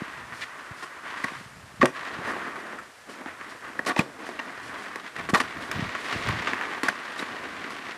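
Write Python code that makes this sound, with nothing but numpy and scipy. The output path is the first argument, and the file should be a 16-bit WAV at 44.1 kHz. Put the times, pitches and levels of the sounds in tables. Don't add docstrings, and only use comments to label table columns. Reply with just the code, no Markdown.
import sys
import numpy as np
from scipy import signal
from scipy.fft import rfft, irfft, next_fast_len
from scipy.io import wavfile
from scipy.ndimage import map_coordinates

SR = 44100
rng = np.random.default_rng(int(sys.argv[2]) if len(sys.argv) > 2 else 0)


def inscribe(sig):
    pcm = np.round(np.clip(np.atleast_2d(sig).T, -1, 1) * 32767)
    wavfile.write(sys.argv[1], SR, pcm.astype(np.int16))


N = 351477

# f/Hz, level/dB
SLOP_TONE = [(60, -48), (150, -11), (250, 1), (310, 1), (380, -0.5), (480, -3), (560, -4.5), (680, -1.5),
             (1000, -11), (2500, -78)]
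SAND_TONE = [(1500, -7), (3000, 2), (4800, 2), (6500, -3), (9500, -5), (12500, -15.5), (14500, -27),
             (16000, -41)]
CLICK_TONE = [(200, -11.5), (600, -14), (1100, 2.5), (1900, 7.5), (2700, -5), (4200, -31), (6500, -22),
              (12000, -57)]
GRIND_TONE = [(900, -34.5), (1500, -9), (1900, 8.5), (2300, 3), (2900, 0), (4000, -4), (5500, -11.5),
              (8000, -20.5), (12000, -65)]


def amp(db):
    return 10 ** (np.asarray(db) / 20)


def unit(x):
    return x / np.sqrt(np.mean(x ** 2) + 1e-20)


def along(points, hz):
    f, v = np.transpose(points)
    return np.interp(np.log(hz + 1), np.log(f + 1), v)


def add(track, s, sound):
    part = track[max(round(s * SR), 0):][:len(sound)]
    part += sound[:len(part)]


def through(x, response):
    return signal.fftconvolve(x, response)[:N]


def colour(x, tone, size=4096):
    cepstrum = irfft(np.log(amp(along(tone, np.fft.rfftfreq(size, 1 / SR)))))
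    fold = 1 + np.sign(size / 2 - np.arange(size))
    response = irfft(np.exp(rfft(cepstrum * fold)))
    return through(x, response / np.linalg.norm(response))


def wobble(rate):
    return map_coordinates(rng.standard_normal(int(N * rate / SR) + 4), [np.arange(N) * rate / SR])


def grains(rate, spread_db):
    sizes = amp(spread_db * np.clip(rng.standard_normal(N), -2, 2)) * np.sign(rng.standard_normal(N))
    return unit(sizes * (rng.random(N) < rate / SR))


def swells(rows, attack_s, release_s, sag_db_per_s=0):
    power, t = np.zeros(N), np.arange(int(1.2 * SR)) / SR
    for s, length, db in rows:
        fade = np.exp(-np.maximum(t - length, 0) / release_s)
        gain = amp(db - sag_db_per_s * t) * np.minimum(t / attack_s, 1) * fade
        add(power, s, gain[s + t >= 0] ** 2)
    return np.sqrt(power)


def breeze():
    # f/Hz, level/dB
    rustle_tone = [(40, -11), (120, -6), (250, -13.5), (450, 4.5), (900, 5), (1700, 6.5), (2600, -1),
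                   (4000, -9.5), (8000, -10), (12000, -17), (15000, -29)]
    rumble_tone = [(20, -0.5), (50, -5.5), (90, -1.5), (150, -3), (260, -9), (600, -49)]
    # t/s, length/s, level/dB
    puffs = [(0.1, 0.2, -53.5), (1.3, 0.55, -56), (2.1, 0.29, -52), (4.62, .1, -58), (5.18, 0.31, -49),
             (5.56, 0.027, -41), (5.69, 0.14, -37), (6.12, 0.046, -36.5), (6.25, 0.074, -31.5),
             (7.35, 0.25, -56)]
    air = amp(-62) + swells(puffs, attack_s=0.013, release_s=0.058)
    rustle = amp(-51) * colour(rng.standard_normal(N), rustle_tone)
    rumble = unit(amp(3.6 * wobble(25)) * colour(rng.standard_normal(N), rumble_tone))
    return rustle + air * rumble


def wall_echo(x):
    # f/Hz, time to fade by 60 dB/s
    fade_times = [(200, 0.21), (1500, 0.21), (10000, 0.22)]
    hz, t, noise = signal.stft(rng.standard_normal(SR // 2), SR, nperseg=256)
    tail = signal.istft(noise * amp(-60 * t / along(fade_times, hz)[:, None]), SR, nperseg=256)[1]
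    return through(x, np.pad(tail, (int(0.01 * SR), 0)) / np.linalg.norm(tail))


def thuds():
    # t/s, level/dB, f/Hz
    pushes = [(0.019, -22, 189), (0.71, -33.5, 103), (1.244, -29, 183), (1.32, -32, 229),
              (1.41, -37.5, 180), (1.459, -40, 115), (1.562, -43, 120), (1.636, -42, 109), (1.74, -40, 194),
              (1.799, -29, 130), (1.829, -9, 276), (2.187, -29, 155), (3.993, -8.5, 182),
              (5.334, -13.5, 180), (5.794, -21, 173), (5.823, -20.5, 132), (6.159, -25.5, 136),
              (6.295, -18.5, 120)]
    out, t = np.zeros(N), np.arange(SR // 8) / SR
    for s, db, hz in pushes:
        cycles = hz * t
        motion = np.sin(2 * np.pi * cycles) * cycles / 0.32 * np.exp(1 - cycles / 0.33)
        speed = np.gradient(motion, 2 * np.pi * cycles)
        add(out, s, amp(db - 0.5) * speed)
    return out


def squeaks():
    # t/s, f/Hz, level/dB, length/s
    catches = [(0.419, 2350, -35, 0.023), (1.238, 1880, -21, 0.011), (2.782, 1303, -34, 0.023),
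               (2.785, 7540, -60, 0.023), (3.791, 1744, -18.5, 0.0056), (3.967, 940, -18, 0.0056),
               (3.992, 2530, -13.5, 0.0068), (4.391, 2790, -27.5, 0.0054), (5.345, 1040, -17, 0.029),
               (5.346, 906, -18, 0.024), (6.882, 1562, -14, 0.011), (7.191, 3860, -27, 0.006)]
    out = np.zeros(N)
    for s, hz, db, length in catches:
        progress = np.linspace(0, 1, max(int(length * SR), 8))
        phase = np.cumsum(2 * np.pi * hz / SR + 0.078 * rng.standard_normal(len(progress)))
        add(out, s, amp(db) * np.sin(np.pi * progress ** 1.1) * np.sin(phase))
    return out


def tub_thumps():
    # t/s, level/dB, damping (1 rings freely, more dies sooner)
    bumps = [(1.244, -31, 1.2), (1.8308, -4, 1.3), (3.995, -21.5, 0.78), (5.334, -19.5, 2.4),
             (6.832, -34, 1.2), (6.886, -29.5, 1.5)]
    # f/Hz, level/dB, time to fade by 60 dB/s
    notes = [(138, -18, 0.21), (213, -6, 0.073), (292, 2.5, 0.042), (378, -3, 0.057), (474, -8.5, 0.094),
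             (550, -11, 0.12), (675, -17.5, 0.17), (765, -9.5, 0.032), (1175, -12, 0.056)]
    out, t = np.zeros(N), np.arange(SR // 3) / SR
    for s, db, damping in bumps:
        ring = np.zeros(len(t))
        for hz, level, fade_s in notes:
            gain = amp(level + rng.normal(0, 2.2) - 60 * t * damping / fade_s)
            ring += gain * np.sin(2 * np.pi * (hz * t + rng.normal(0, 0.11)))
        add(out, s, amp(db) * ring * (1 - np.exp(-t / 0.0017)))
    return out


def blade_ring(force, size=4096):
    # f/Hz, width/Hz (wider dies sooner), level/dB
    notes = [(921, 82, 0.5), (1040, 130, 5), (1130, 128, 9), (1455, 112, 5), (1443, 140, 6.5),
             (1860, 130, 3), (2330, 250, -8.5), (3200, 2400, -24)]
    f = np.fft.rfftfreq(size, 1 / SR)
    response = irfft(sum((-1) ** k * amp(db) * 1j * f * width / (hz * hz - f * f + 1j * f * width)
                         for k, (hz, width, db) in enumerate(notes)))
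    return through(force, response / np.linalg.norm(response))


def rasps():
    # sand/dB, tub/dB, grit/dB
    skids = [(0.41, 0.035, -44.5, -5, -30, 10), (0.825, 0.024, -38, -8, -6, -12),
             (1.237, 0.016, -31.5, -16, -3.5, -14), (1.811, 0.02, -24.5, -23, -16, -5.5),
             (1.836, 0.018, -35, -12, 14.5, -6), (2.266, 0.064, -33, -15, -4.5, -24),
             (3.862, 0.039, -27, -6.5, -1, -7.5), (3.894, 0.03, -25.5, -29, -8, -10),
             (3.962, 0.0061, -30, -24, -11, -1), (3.974, 0.046, -29.5, -14, -4.5, -3),
             (4.391, 0.013, -28.5, -37, -9, -7), (5.292, 0.017, -29, -8.5, -6, -13),
             (5.337, 0.028, -17.5, -17, -11, -9), (5.37, 0.023, -30, -9, -6, -11),
             (5.398, 0.022, -28.5, -9.5, -1, -0.5), (6.121, 0.033, -40.5, -14, -1, 8.5),
             (6.471, 0.015, -32, -25, -4, 2), (6.835, 0.047, -32, -13, -6, -4),
             (6.881, 0.025, -33.5, -18, -2, 0)]
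    blade, tub, sand, grit = np.zeros((4, N))
    for s, length, db, sand_db, tub_db, grit_db in skids:
        progress = np.linspace(0, 1, max(int(length * SR), 8))
        pressure = amp(db) * np.abs(np.sin(np.pi * progress ** 0.62)) ** 0.38
        add(blade, s, pressure)
        add(tub, s, pressure * amp(tub_db))
        add(sand, s, pressure * amp(sand_db))
        add(grit, s, pressure * amp(grit_db))
    for force in (blade, tub, sand, grit):
        force *= grains(rate=5500, spread_db=2.5)
    return blade_ring(blade) + colour(tub, SLOP_TONE) + colour(sand, SAND_TONE) + colour(grit, GRIND_TONE)


def clacks():
    # sand/dB, tub/dB
    strikes = [(1.243, -12, -12, -10), (1.816, -4.5, -28, -17), (1.829, -1.5, -27, -4),
               (1.856, -3, -12, -26), (2.787, -24.5, -13, -22), (3.212, -25, -25, 0),
               (3.260, -20.5, -25, 0), (3.412, -20, -31, -16), (3.7923, -14.5, -23, -2.5),
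               (3.85, -23, -11, -11), (3.964, -20, -26, 4), (3.991, -8.5, -7, 0), (4.29, -20, -16, -1),
               (4.392, -18, -36, -13), (4.958, -16.5, -10, -4), (5.164, -18, -14, -17),
               (5.1973, -15, -29, -7.5), (5.289, -13, -27, -8), (5.347, -1.5, -15, -18),
               (5.403, -7, -13, -22), (5.452, -22, -32, -22), (5.714, -11.5, -7, -19),
               (5.951, -11, -22, -13.5), (6.127, -11, -18, -30), (6.288, -11.5, -11.5, -11),
               (6.473, -8.5, -28, -27), (6.534, -6, -40, -20), (6.612, -11, -27, -25),
               (6.833, -8, -10, -3.5), (6.885, -8, -8.5, -3), (7.225, -18.5, -30, -4.5),
               (7.705, -20, -14, -9)]
    crunch_fade_s = 0.025
    tap, blade, tub, sand = np.zeros((4, N))
    t = np.arange(SR // 8) / SR
    hiss_shape = (1 - np.exp(-t / 0.00081)) * amp(-60 * t / 0.068)
    for s, db, sand_db, tub_db in strikes:
        crunch = rng.standard_normal((3, len(t))) * amp(-60 * t / crunch_fade_s)
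        add(tap, s, amp([db + 6.5]))
        add(blade, s, amp(db - 11) * crunch[0])
        add(tub, s, amp(db + tub_db - 7) * crunch[1])
        add(sand, s, amp(db + sand_db - 4) * crunch[2] * hiss_shape)
    return colour(tap, CLICK_TONE) + blade_ring(blade) + colour(tub, SLOP_TONE) + colour(sand, SAND_TONE)


def slips(rate, fade_s):
    kicks = rng.random(N) * (rng.random(N) < rate / SR)
    jerks = signal.lfilter([1], [1, -np.exp(-1 / (fade_s * SR))], kicks)
    return unit(jerks - jerks.mean())


def hoe_strokes():
    # slop/dB, grinding/dB
    strokes = [(-0.03, 0.24, -37.5, -9.5, -12.5), (0.255, 0.96, -39.5, -10.5, -17),
               (1.03, 0.31, -36, -13, -9.5), (1.413, 0.65, -50.5, -8, -21), (1.924, .14, -35, -12, -9),
               (2.046, 0.2, -37.5, -2, -9), (2.217, 0.26, -32, -6.5, -25), (2.519, 0.24, -37.5, -3.5, -26),
               (3.056, .16, -42, -1.5, -21), (3.245, 0.042, -35, -9.5, -19),
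               (3.383, 0.16, -40.5, -7.5, -12), (3.613, 0.082, -37.5, -6, -21), (3.742, 0.11, -45, 1, -20),
               (4.024, 0.15, -45, 1.5, -23), (4.177, 0.19, -40, 0, -7), (4.377, 0.45, -38, -7, -12.5),
               (4.716, 0.26, -40, -6, -6.5), (5.014, 0.043, -40, -4.5, -4), (5.139, 0.081, -35.5, -7, -8.5),
               (5.4, 0.31, -37, -4, -6), (5.697, 0.65, -34.5, -4.5, -3), (6.028, 0.21, -36, -4.5, -1.5),
               (6.223, 0.21, -31.5, -5.5, -4.5), (6.454, .33, -32, -6.5, -9.5),
               (6.896, 0.27, -35.5, -7.5, -7), (7.157, 0.31, -36, -3.5, -5.5), (7.48, 0.44, -37, -5, -4.5)]
    # t/s, length/s, level/dB
    slides = [(0.33, 0.1, -51), (0.76, 0.087, -52.5), (1.17, 0.27, -55), (3.085, 0.047, -52),
              (3.485, 0.02, -52), (4.25, 0.033, -49.5), (4.62, 0.056, -53), (4.76, 0.086, -53.5),
              (5.6, 0.06, -51), (5.97, 0.26, -50), (7.17, 0.022, -42), (7.69, 0.028, -49.5)]
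    # f/Hz, level/dB
    drag_tone = [(300, -43.5), (560, -9), (690, -9.5), (810, -7), (1000, 1), (1150, 3.5), (1330, -0.5),
                 (1520, 2), (1680, 0.5), (1900, 1.5), (2100, -5), (2400, -7.5), (3300, -15.5), (5000, -29),
                 (9000, -57)]
    s, length, effort_db, slop_db, grind_db = np.transpose(strokes)
    effort, slopping, grinding = [
        swells(zip(s, length, db), attack_s=0.03, release_s=0.08, sag_db_per_s=2.5)
        for db in (effort_db, effort_db + slop_db, effort_db + grind_db)]
    sliding = swells(slides, attack_s=0.013, release_s=0.033)
    hissing = np.sqrt(amp(-59) ** 2 + (amp(-23) * effort) ** 2 + sliding ** 2)
    jerk = np.minimum(slips(rate=87, fade_s=0.0046), 3)
    clumps_db = 0.47 * wobble(28) + 1.37 * jerk
    drag = effort * amp(clumps_db - 2.7) * colour(grains(rate=6000, spread_db=1), drag_tone)
    grind = grinding * amp(clumps_db + 1.26 * jerk - 2.93)
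    grind *= colour(grains(rate=2200, spread_db=1.5), GRIND_TONE)
    stones = effort * amp(clumps_db - 12) * colour(grains(rate=90, spread_db=1.5), CLICK_TONE)
    slop = slopping * amp(clumps_db + 1.35 * wobble(30) - 3.1)
    slop *= colour(grains(rate=900, spread_db=0.5), SLOP_TONE)
    sand = hissing * amp(0.4 * clumps_db + 0.85 * wobble(60))
    sand *= colour(grains(rate=14000, spread_db=-1.5), SAND_TONE)
    return drag + grind + stones + slop + sand


def scene():
    blows = rasps() + clacks() + tub_thumps()
    return (hoe_strokes() + blows + squeaks() + amp(-12.5) * wall_echo(blows) + thuds() + breeze())[None]


def record(dry):
    bass_hz, top_hz = 60, 15400
    thinned = signal.sosfilt(signal.butter(3, bass_hz, "highpass", fs=SR, output="sos"), dry)
    size = next_fast_len(N + SR // 4)
    spectrum = rfft(np.clip(thinned, -1, 1), size)
    return irfft(spectrum * (np.fft.rfftfreq(size, 1 / SR) < top_hz), size)[..., :N]


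dry = scene()
out = record(dry)
inscribe(out)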